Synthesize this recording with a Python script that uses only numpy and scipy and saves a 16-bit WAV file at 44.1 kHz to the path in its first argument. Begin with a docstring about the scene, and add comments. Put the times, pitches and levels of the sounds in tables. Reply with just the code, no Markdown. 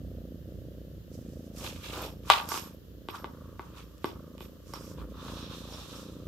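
"""On a laminate floor in a small room, a cat lies purring close by, batting at a feather toy with a bell.
Its larynx twitches some 29 times a second: pulses of air, mostly reversed on the in-breath, drive throat,
nose and chest resonances. Paws and toy scrape (shaped noise) and knock the boards (struck modes), and
claws and whiskers tick; a pellet tinkles the bell's modes. Faint hum, rumble and hiss lie behind."""
import sys
import numpy as np
from scipy import signal
from scipy.fft import rfft, irfft
from scipy.io import wavfile
from scipy.ndimage import uniform_filter1d

SR = 44100
rng = np.random.default_rng(int(sys.argv[2]) if len(sys.argv) > 2 else 0)


def attenuation_scalar(level_db):
    """Turn a level in dB into a linear amplitude multiplier (20 dB per decade)."""
    decades = np.asarray(level_db, float) / 20
    return 10 ** decades


def store_pcm(level_fs):
    """Save levels as 16-bit WAV."""
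    pcm = np.round(np.clip(level_fs, -1, 1) * 32767).astype(np.int16)
    wavfile.write(sys.argv[1], SR, np.atleast_2d(pcm).T)


N = 276507
T = np.arange(N) / SR

# breaths, out and in by turns: first snap t/s, twitch rate at start f/Hz, at end f/Hz
BREATH_TIMES = [(0.017, 30.3, 28.2), (0.426, 31.06, 30.05), (1.081, 27.31, 28.42), (1.832, 29.6, 29.52),
                (2.342, 27.37, 26.83), (2.819, 31.22, 27.59), (3.163, 26.46, 28.47), (3.634, 29.66, 27.07),
                (4.095, 26.78, 28.38), (4.67, 28.55, 29.02), (5.193, 27.93, 28.62), (5.861, 29.7, 29.07)]
# swell of the chest boom and of the rumble, before each one's trim: t/s, level/dB
CHEST_SWELL = [(0.0, -46), (0.07, -41.5), (0.31, -49), (0.59, -42), (0.86, -48), (0.98, -44.5), (1.05, -49),
               (1.29, -44.5), (1.45, -52.5), (1.66, -45), (1.94, -48), (2.06, -45), (2.71, -55),
               (2.9, -49.5), (3.35, -53), (3.37, -49), (4.4, -53.5), (4.94, -47), (5.03, -34.5),
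               (5.06, -44), (5.36, -45.5), (5.71, -50.5), (6.25, -48), (6.27, -41)]
CHEST_TURN_DB = -1  # chest and rumble at each turn of the breath
# paw and toy knocks: t/s, blow level before the trim/dB, hollow thud re blow/dB,
# bright crack re blow/dB, left minus right/dB
KNOCK_EVENTS = [(2.3, -1, -27.5, -8.5, 3.5), (2.305, -8, -21, -2.5, 8.5), (2.399, -24, -20, -21.5, -3),
                (2.518, -21, -8, -41, -6), (2.541, -25.5, -3.5, -4.5, 5.5), (2.575, -30, -1.5, -0.5, 0),
                (3.086, -26, 0.5, -6.5, 1.5), (3.243, -24.5, -2, -15, 0.5), (3.594, -27, -2, -23.5, 1),
                (4.043, -19, 4.5, -15.5, -1), (4.38, -50, -3.5, -1, -11), (4.406, -36.5, 5.5, -3.5, 1),
                (4.736, -29, -24, -27.5, -4), (5.282, -34.5, -24.5, -12, 1)]


def curve(table, index):
    """One column of a timed table, interpolated to every sample."""
    rows = np.asarray(table)
    return np.interp(T, rows[:, 0], rows[:, index])


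def unit(x):
    """Scale to rms 1."""
    return x / np.sqrt(np.mean(x ** 2))


def colour(x, points):
    """Shape the spectrum of x by (f/Hz, level/dB) points, then scale to rms 1."""
    hz, db = np.transpose(points)
    bins_hz = np.arange(N // 2 + 1) * SR / N + 1  # 1 Hz up keeps the log finite
    gain = attenuation_scalar(np.interp(np.log(bins_hz), np.log(hz), db))
    return unit(irfft(rfft(x) * gain, N))


def pair(alike):
    """Stereo noise; alike is the left-right correlation, 0-1."""
    mid, side = rng.standard_normal((2, N))
    return np.sqrt(1 + alike) * mid + np.sqrt(1 - alike) * side * np.array([[1], [-1]])


def walk(rate):
    """Random levels, new ones rate times a second with a slew between; rms 1."""
    k = int(SR / rate)
    steps = np.repeat(rng.standard_normal(N // k + 1), k)
    return unit(uniform_filter1d(steps, k)[:N])


def ring(x, modes):
    """Decaying modes (f/Hz, level/dB, t60/s), each a complex one-pole resonator struck by x."""
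    out = 0
    for hz, db, t60 in modes:
        pole = np.exp(2j * np.pi * hz / SR - np.log(1000) / (t60 * SR))
        out = out + attenuation_scalar(db) * signal.lfilter([1], [1, -pole], x).imag
    return out


def pan(x, db):
    """Left louder than right by db."""
    return x * attenuation_scalar(np.array([db, -db]).reshape(2, -1) / 2)


def high(x, hz):
    """Third-order high-pass."""
    return signal.sosfilt(signal.butter(3, hz, "high", fs=SR, output="sos"), x)


def bursts(s, hold, db, rise, fall):
    """Gain of events that rise, hold and fall at steady dB per s; their powers add."""
    power = np.zeros(N)
    for t0, h, top in zip(s, np.broadcast_to(hold, len(s)), db):
        near = slice(max(int((t0 - .2) * SR), 0), int((t0 + h + .5) * SR))
        t = T[near] - t0
        slope_db = np.minimum(rise * t, fall * (h - t))
        power[near] += attenuation_scalar(top + np.minimum(0, slope_db)) ** 2
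    return np.sqrt(power)


def turns():
    """Near 1 where the breath turns round, falling to 0 in mid breath."""
    lead_s, width_s = 0.013, 0.046
    return sum(np.exp(-((T - breath[0] + lead_s) / width_s) ** 2) for breath in BREATH_TIMES[1:])


def larynx_flow():
    """Every twitch pushes air a few times; timing, size and width of each push scatter."""
    # pushes of air in one twitch: lag from the snap t/ms, width t/ms, level/dB, sign, shape (0 bump - 1 swing)
    out_twitch = [(-12.5, 1.1, 0, 1, 1), (-.6, .55, -1.5, 1, 1), (-22, 1.3, -10, 1, 0)]
    in_twitch = [(-14, .5, -6, 1, 0), (-9.5, .55, 0, -1, 0), (-.2, .6, -1, -1, 1), (4, .5, -8, 1, 0)]
    last_snap_s = .034  # nominal end of a breath, ahead of the next one's first snap
    margin = 1000  # samples spare at each end
    flow = np.zeros(N + 2 * margin)
    ms = np.arange(-400, 400) * 1000 / SR
    start, rate0, rate1 = np.transpose(BREATH_TIMES)
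    last = np.append(start[1:] - last_snap_s, N / SR)
    for k in range(len(start)):
        snap, span, rate = start[k], (start[k], last[k]), (rate0[k], rate1[k])
        while snap < min(last[k] + last_snap_s / 2, N / SR):
            for lag_ms, width_ms, db, sign, swing in (out_twitch, in_twitch)[k % 2]:
                late, size, wide = rng.standard_normal(3)
                u = ms / (width_ms * np.exp(0.11 * wide))
                push = np.exp(-u ** 2 / 2) * (1 - swing + 1.5 * swing * u)
                at = int((snap + (lag_ms + 0.26 * late) / 1000) * SR) + margin
                flow[at - 400:at + 400] += sign * attenuation_scalar(db + 1.4 * size) * push
            # step on by the period at the middle of this twitch
            period = 1 / np.interp(snap, span, rate)
            snap += 1 / np.interp(snap + period / 2, span, rate)
    return unit(flow[margin:N + margin]), start, last


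def purr():
    """Pulsed flow and its turbulence excite throat and nose resonances; the flow also rings the chest."""
    # throat resonances: f/Hz, width f/Hz, level/dB
    throat_bands = [(220.2, 66, -3.5), (287.7, 70, -5), (528.5, 110, 3.5), (1259, 1200, -33)]
    # chest modes, levels relative: f/Hz, level/dB, t60 t/s
    chest_modes = [(57.9, 2, 0.16), (96, -3.5, 0.033)]
    # nasal band, stronger while the head lies on the floor: t/s, level under the effort/dB
    nose_level = [(0, -37), (2.9, -33), (3.25, -15), (4.0, -14), (4.45, -21), (4.8, -15), (5.4, -19),
                  (6.27, -19)]
    # effort of each breath: level at start/dB, level at end/dB
    breath_effort = [(-46, -45.5), (-46, -52), (-46, -46.5), (-47, -49), (-48.5, -48), (-54, -53),
                     (-46.5, -51), (-52, -56), (-46, -54), (-47, -46), (-43.5, -48.5), (-47.5, -45)]
    throat_top_hz, nose_hz, nose_width_hz, turn_db = 740.1, 1173, 320, -6

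    flow, start, last = larynx_flow()
    turn = turns()
    effort_times = np.ravel([start, last], "F")
    effort_db = np.interp(T, effort_times, np.ravel(breath_effort)) + turn_db * turn
    # turbulence follows each push and lingers a little
    gust = signal.lfilter([.004], [1, -.996], np.abs(flow)) * rng.standard_normal(N)
    source = flow + attenuation_scalar(-2) * unit(gust)

    throat = sum(attenuation_scalar(db) * signal.lfilter(*signal.iirpeak(hz, hz / width, fs=SR), source)
                 for hz, width, db in throat_bands)
    lowpass = signal.butter(7, throat_top_hz, fs=SR, output="sos")
    closed = signal.sosfiltfilt(lowpass, source + throat)  # the muffled voice of the purr
    band = signal.iirpeak(nose_hz, nose_hz / nose_width_hz, fs=SR)
    twice_banded = signal.lfilter(*band, signal.lfilter(*band, source))
    nose = unit(twice_banded) * attenuation_scalar(curve(nose_level, 1))
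    voice = (unit(closed) + nose + attenuation_scalar(-22) * unit(throat)) * attenuation_scalar(effort_db)

    chest_db = curve(CHEST_SWELL, 1) + CHEST_TURN_DB * turn - 3.5
    chest = unit(high(ring(flow, chest_modes), 64)) * attenuation_scalar(chest_db)
    return pan(voice, -.8) + pan(chest, -2)


def moves():
    """Dense grains drag over the boards; fur swishes, ribbon hisses and feathers crackle, all wide."""
    # paw swipes, and two long faint shiftings of fur, before the mix:
    # t/s, hold t/s, scrape on the boards level/dB, fur swish level/dB, feather crackle level/dB
    swipes = [(1.147, 0.0036, -83, -76.5, -62), (1.21, 0.268, -84, -76, -71.5),
              (1.584, 0.0354, -59, -55, -53.5), (1.645, .035, -50.5, -41.5, -51.5),
              (1.73, .08, -60, -57, -63), (1.842, 0.0495, -53.5, -46.5, -57),
              (1.929, 0.1212, -45, -45, -54), (2.284, 0.00776, -65.5, -67.5, -54.5),
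              (2.329, 0.0299, -32, -32.5, -49.5), (2.36, .025, -37, -44, -53),
              (2.512, 0.052, -40.5, -47, -44), (2.579, 0.0937, -53.5, -56, -64),
              (3.151, 0.0097, -42, -51, -60.5), (3.2, 1.95, -74, -83, -79),
              (3.362, 0.1125, -64.5, -81.5, -91), (3.615, 0.094, -59.5, -68.5, -75.5),
              (3.771, 0.0207, -51.5, -54.5, -64), (4.067, 0.00827, -58.5, -50.5, -63.5),
              (4.425, 0.0194, -63, -61, -65.5), (4.676, .04, -65.5, -71, -63.5),
              (4.755, 0.0066, -49, -53.5, -59.5), (4.804, 0.1124, -62, -65, -62),
              (4.993, 0.01855, -51, -61.5, -78)]
    # the toy is drawn slowly over the cat's head, before the mix:
    # t/s, scrape level/dB, ribbon hiss level/dB, feather crackle level/dB
    drag_levels = [(5.1, -75, -74, -71), (5.14, -61, -70, -80), (5.176, -55.5, -61, -71.5),
                   (5.246, -50.5, -54, -60), (5.362, -51, -51, -59.5), (5.486, -57, -53, -67),
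                   (5.544, -51, -51, -60.5), (5.562, -61, -54, -59), (5.674, -61.5, -57, -63),
                   (5.744, -56, -53, -59.5), (5.876, -58, -55, -61.5), (5.95, -54.5, -52.5, -57),
                   (6.16, -65.5, -65.5, -70.5), (6.24, -74, -70.5, -74.5)]
    # the foreleg rubs dully on the floor: t/s, hold t/s, level/dB
    rubs = [(1.637, 0.044, -49), (1.9, 0.0608, -54), (1.979, 0.08, -42.5), (5.248, .14, -57),
            (5.699, 0.112, -54.5)]
    # relative spectra of the five textures: f/Hz, level per Hz/dB
    scrape_tone = [(350, -30), (750, -15), (950, -4), (1160, 0), (1400, -6), (1900, -20), (2800, -45)]
    fur_tone = [(1000, -35.5), (1600, -4.5), (1950, -10), (2450, -0.5), (2900, -1.5), (3600, -1),
                (4500, -7.5), (5500, -18.5), (7000, -28)]
    ribbon_tone = [(1300, -13), (1800, -13.5), (2050, -20.5), (2500, -8.5), (3150, -7), (3650, -1),
                   (4150, -6), (4700, -13), (6000, -14), (7800, -38.5)]
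    feather_tone = [(3500, -12), (5000, -1.5), (6500, -1.5), (8500, -6.5), (10500, -10), (12500, -5.5),
                    (15000, -20.5)]
    rub_tone = [(120, -25), (280, 0), (600, 3), (900, -1.5), (1300, -27)]
    ribbon_db, feather_db = 2.5, 4  # mix trims
    rise_db_per_s, fall_db_per_s = 401, (260.5, 237, 220)  # falls of scrape, fur, feather
    # after each knock the toy skids: scrape re the blow, fur and feather re its crack
    skid_db, skid_lag_s = (-25, -15, -32), .012

    s, hold, *swipe_db = np.transpose(swipes)
    hit, blow_db, _, crack_db, _ = np.transpose(KNOCK_EVENTS)
    gain = []
    for k in range(3):
        swipe = bursts(s, hold, swipe_db[k], rise_db_per_s, fall_db_per_s[k])
        skid_level = blow_db + skid_db[k] + crack_db * (k > 0)
        skid = bursts(hit + skid_lag_s, 0, skid_level, 3100, 699)
        gain.append(np.hypot(swipe, skid))
    drag = [attenuation_scalar(curve(drag_levels, k)) * (T > drag_levels[0][0]) for k in (1, 2, 3)]

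    # sparse grains of random size, 6 % of the samples
    grit = attenuation_scalar(1.9 * rng.exponential(size=(2, N))) * (rng.random((2, N)) < .06)
    scrape = colour(pair(.7) * grit[0], scrape_tone) * np.hypot(gain[0], drag[0])
    scrape = scrape * attenuation_scalar(1.5 * walk(60))
    fur = colour(pair(.1) * attenuation_scalar(3 * walk(300)), fur_tone) * gain[1] * attenuation_scalar(.8 * walk(40))
    ribbon = colour(pair(.1), ribbon_tone) * drag[1] * attenuation_scalar(ribbon_db + 1.2 * walk(40))
    feather = colour(pair(.1) * (.6 + grit[1]), feather_tone) * np.hypot(gain[2], drag[2])
    feather = feather * attenuation_scalar(feather_db + .8 * walk(50))
    rub = colour(pair(1) * grit[0], rub_tone) * bursts(*np.transpose(rubs), 220, 250)
    return scrape + rub + pan(fur + ribbon, -2.7) + pan(feather, -4)


def knocks():
    """Each blow rings the boards, the hollow under them and a short crack."""
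    # modes of the boards, the hollow and the crack, levels relative: f/Hz, level/dB, t60 t/s
    board_modes = [(945, -1.5, .028), (1125, 1, .028), (1480, -5, .015), (2030, -8, .012)]
    thud_modes = [(360, 3, .02)]
    crack_modes = [(2500, -4, .015), (2969.4, 4.5, 0.007), (3454, 2.5, 0.0067)]
    trim_db, contact_ms = -5, 0.1983

    s, db, thud_db, crack_db, pan_db = np.transpose(KNOCK_EVENTS)
    side = attenuation_scalar(np.array([pan_db, -pan_db]) / 2)
    blows = np.zeros((3, 2, N))
    for blow, rel_db in zip(blows, (0, thud_db, crack_db)):
        blow[:, ((s + .0007) * SR).astype(int)] = -side * attenuation_scalar(trim_db + db + rel_db)
    bright = ring(blows[0], board_modes) + pan(ring(blows[2], crack_modes), -12.5)
    # thin boards radiate little bass
    rung = high(bright, 600) + high(ring(blows[1], thud_modes), 120)
    # the contact lasts a moment, which rounds the attack
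    contact = np.hanning(int(contact_ms * SR / 1000))
    return signal.lfilter(contact / contact.sum(), [1], rung)


def ticks():
    """Tiny dry claw and whisker ticks: single impulses ring very short treble modes."""
    # ticks: t/s, level before the trim/dB, left minus right/dB
    tick_events = [(1.1301, -46, 2), (1.2928, -50, 4), (1.564, -39.5, -1.5), (1.641, -32.5, -6.5),
                   (2.302, -14, -15.5), (2.4566, -40.5, -14.5), (2.4897, -25, -9), (2.597, -31.5, -12),
                   (2.7066, -59, 3), (3.0865, -41, -4), (3.6185, -53, -7.5), (3.7851, -49, -6),
                   (3.9811, -45.5, 1.5), (4.044, -35.5, -12), (4.3803, -48, -6), (4.405, -44.5, -6),
                   (4.737, -37.5, -21.5), (4.8128, -46, 10.5)]
    # modes, levels relative: f/Hz, level/dB, t60 t/s
    tick_modes = [(5230, -0.5, 0.0025), (7500, -0.5, 0.0024), (9215, -3, 0.0013)]
    s, db, pan_db = np.transpose(tick_events)
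    taps = np.zeros((2, N))
    taps[:, (s * SR).astype(int)] = attenuation_scalar(db - 3 + np.array([pan_db, -pan_db]) / 2)
    return ring(taps, tick_modes)


def bell():
    """The pellet rattles in the shell; each contact favours other modes."""
    # shakes of the bell: t/s, hold t/s, low modes level/dB, high modes level/dB
    jingles = [(1.57, .13, -65.5, -63.5), (1.836, 0.27, -71.5, -65.5), (2.29, 0.143, -69, -62.5),
               (2.501, 0.026, -55, -52), (2.597, 0.036, -71.5, -55.5), (3.106, 0.1015, -69, -67),
               (3.789, .01, -73.5, -71.5), (4.05, 0.0252, -67, -68), (4.41, .01, -74.5, -67),
               (4.732, .04, -65, -71.5), (4.841, 0.051, -74, -71), (5.272, 0.204, -68.5, -83),
               (5.678, .08, -62, -86), (5.904, 0.0986, -65.5, -84)]
    # pellet strikes that stand out, median levels: t/s, low modes level/dB, high modes level/dB
    tinks = [(2.019, -61.5, -45.5), (2.059, -51.5, -65.5), (2.49, -53, -39.5), (3.09, -71, -61.5),
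             (4.055, -54, -52.5), (4.411, -74.5, -57.5), (4.738, -45.5, -53), (4.849, -72, -60)]
    # shell modes, levels relative: f/Hz, level/dB, t60 t/s
    low_modes = [(4958, -1, .12), (5485, -4, .1), (5515, -1, .11)]
    high_modes = [(8263, -12, .04), (11445, -4, .05), (11703, -4, .05), (12960, -4, .06), (13006, 0, .08)]
    s, hold, *shake_db = np.transpose(jingles)
    hits = rng.random(N) < 160 / SR  # about 160 contacts a second
    out = 0
    for index, modes in enumerate((low_modes, high_modes), start=1):
        shake = bursts(s, hold, shake_db[index - 1], 496, 166)
        for mode in modes:
            taps = hits * shake * attenuation_scalar(4 * rng.standard_normal(N))
            for tink in tinks:
                taps[int(tink[0] * SR)] += attenuation_scalar(tink[index] + 2 * rng.standard_normal())
            out = out + ring(taps, [mode])
    return pan(out, -6)


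def room(x):
    """A short noisy tail in four bands, different at each side, starting 6 ms after the sound."""
    # tail bands, levels before the trim: f/Hz, t60 t/s, level/dB
    tail_bands = [(310.6, 0.43, -16), (1002, 0.35, -15), (2960, 0.14, -8), (8460, 0.24, -17.5)]
    t = T[:SR // 2]
    tail = 0
    for hz, t60, db in tail_bands:
        sos = signal.butter(2, [hz / 1.8, hz * 1.8], "band", fs=SR, output="sos")
        noise = signal.sosfilt(sos, rng.standard_normal((2, len(t))))
        decay = np.exp(-np.log(1000) * t / t60) * (t > .006)
        tail = tail + attenuation_scalar(db - 20.5) * noise * decay
    return x + signal.fftconvolve(x, tail, axes=1)[:, :N]


def background():
    """Mains hum, a low rumble that swells with the chest boom, and a steady hiss."""
    # relative spectra: f/Hz, level per Hz/dB
    rumble_tone = [(25, 2), (38, -6), (47, 2.5), (60, 5), (95, 5), (150, 4), (400, -10), (700, -47.5)]
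    hiss_tone = [(470, 12), (800, -5), (1730, -1.5), (2310, -11.5), (2970, -1), (4160, -5.5), (7020, -10.5),
                 (9470, -21.5), (12000, -4.5), (14800, -5.5), (15800, -15.5)]
    hum_hz, hum_db, hiss_db = 59.2, -55, -59
    hum_lag = np.array([[0], [.5]])  # radians; the hum comes later on the right
    hum = attenuation_scalar(hum_db + 1.5 * walk(3)) * np.sin(2 * np.pi * hum_hz * T - hum_lag)
    rumble_db = curve(CHEST_SWELL, 1) + CHEST_TURN_DB * turns() - 2
    rumble = colour(pair(.85), rumble_tone) * attenuation_scalar(rumble_db)
    hiss = colour(pair(0), hiss_tone) * attenuation_scalar(hiss_db)
    return hum + pan(rumble, -3.1) + hiss


def scene():
    """All sources; knocks, ticks and bell ring in the room."""
    return purr() + moves() + room(knocks() + ticks() + bell()) + background()


def low_pass(x):
    """Removes everything above the highest recorded frequency."""
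    return signal.sosfilt(signal.butter(12, 16520, fs=SR, output="sos"), x)


def record(dry):
    """The microphone drops the deepest bass, clips at full scale and loses the top above 15.5 kHz."""
    clipped = np.clip(high(dry, 50), -1, 1)
    heard = signal.sosfilt(signal.ellip(8, .2, 70, 15500, fs=SR, output="sos"), clipped)
    return low_pass(heard)


dry = scene()
out = record(dry)
store_pcm(out)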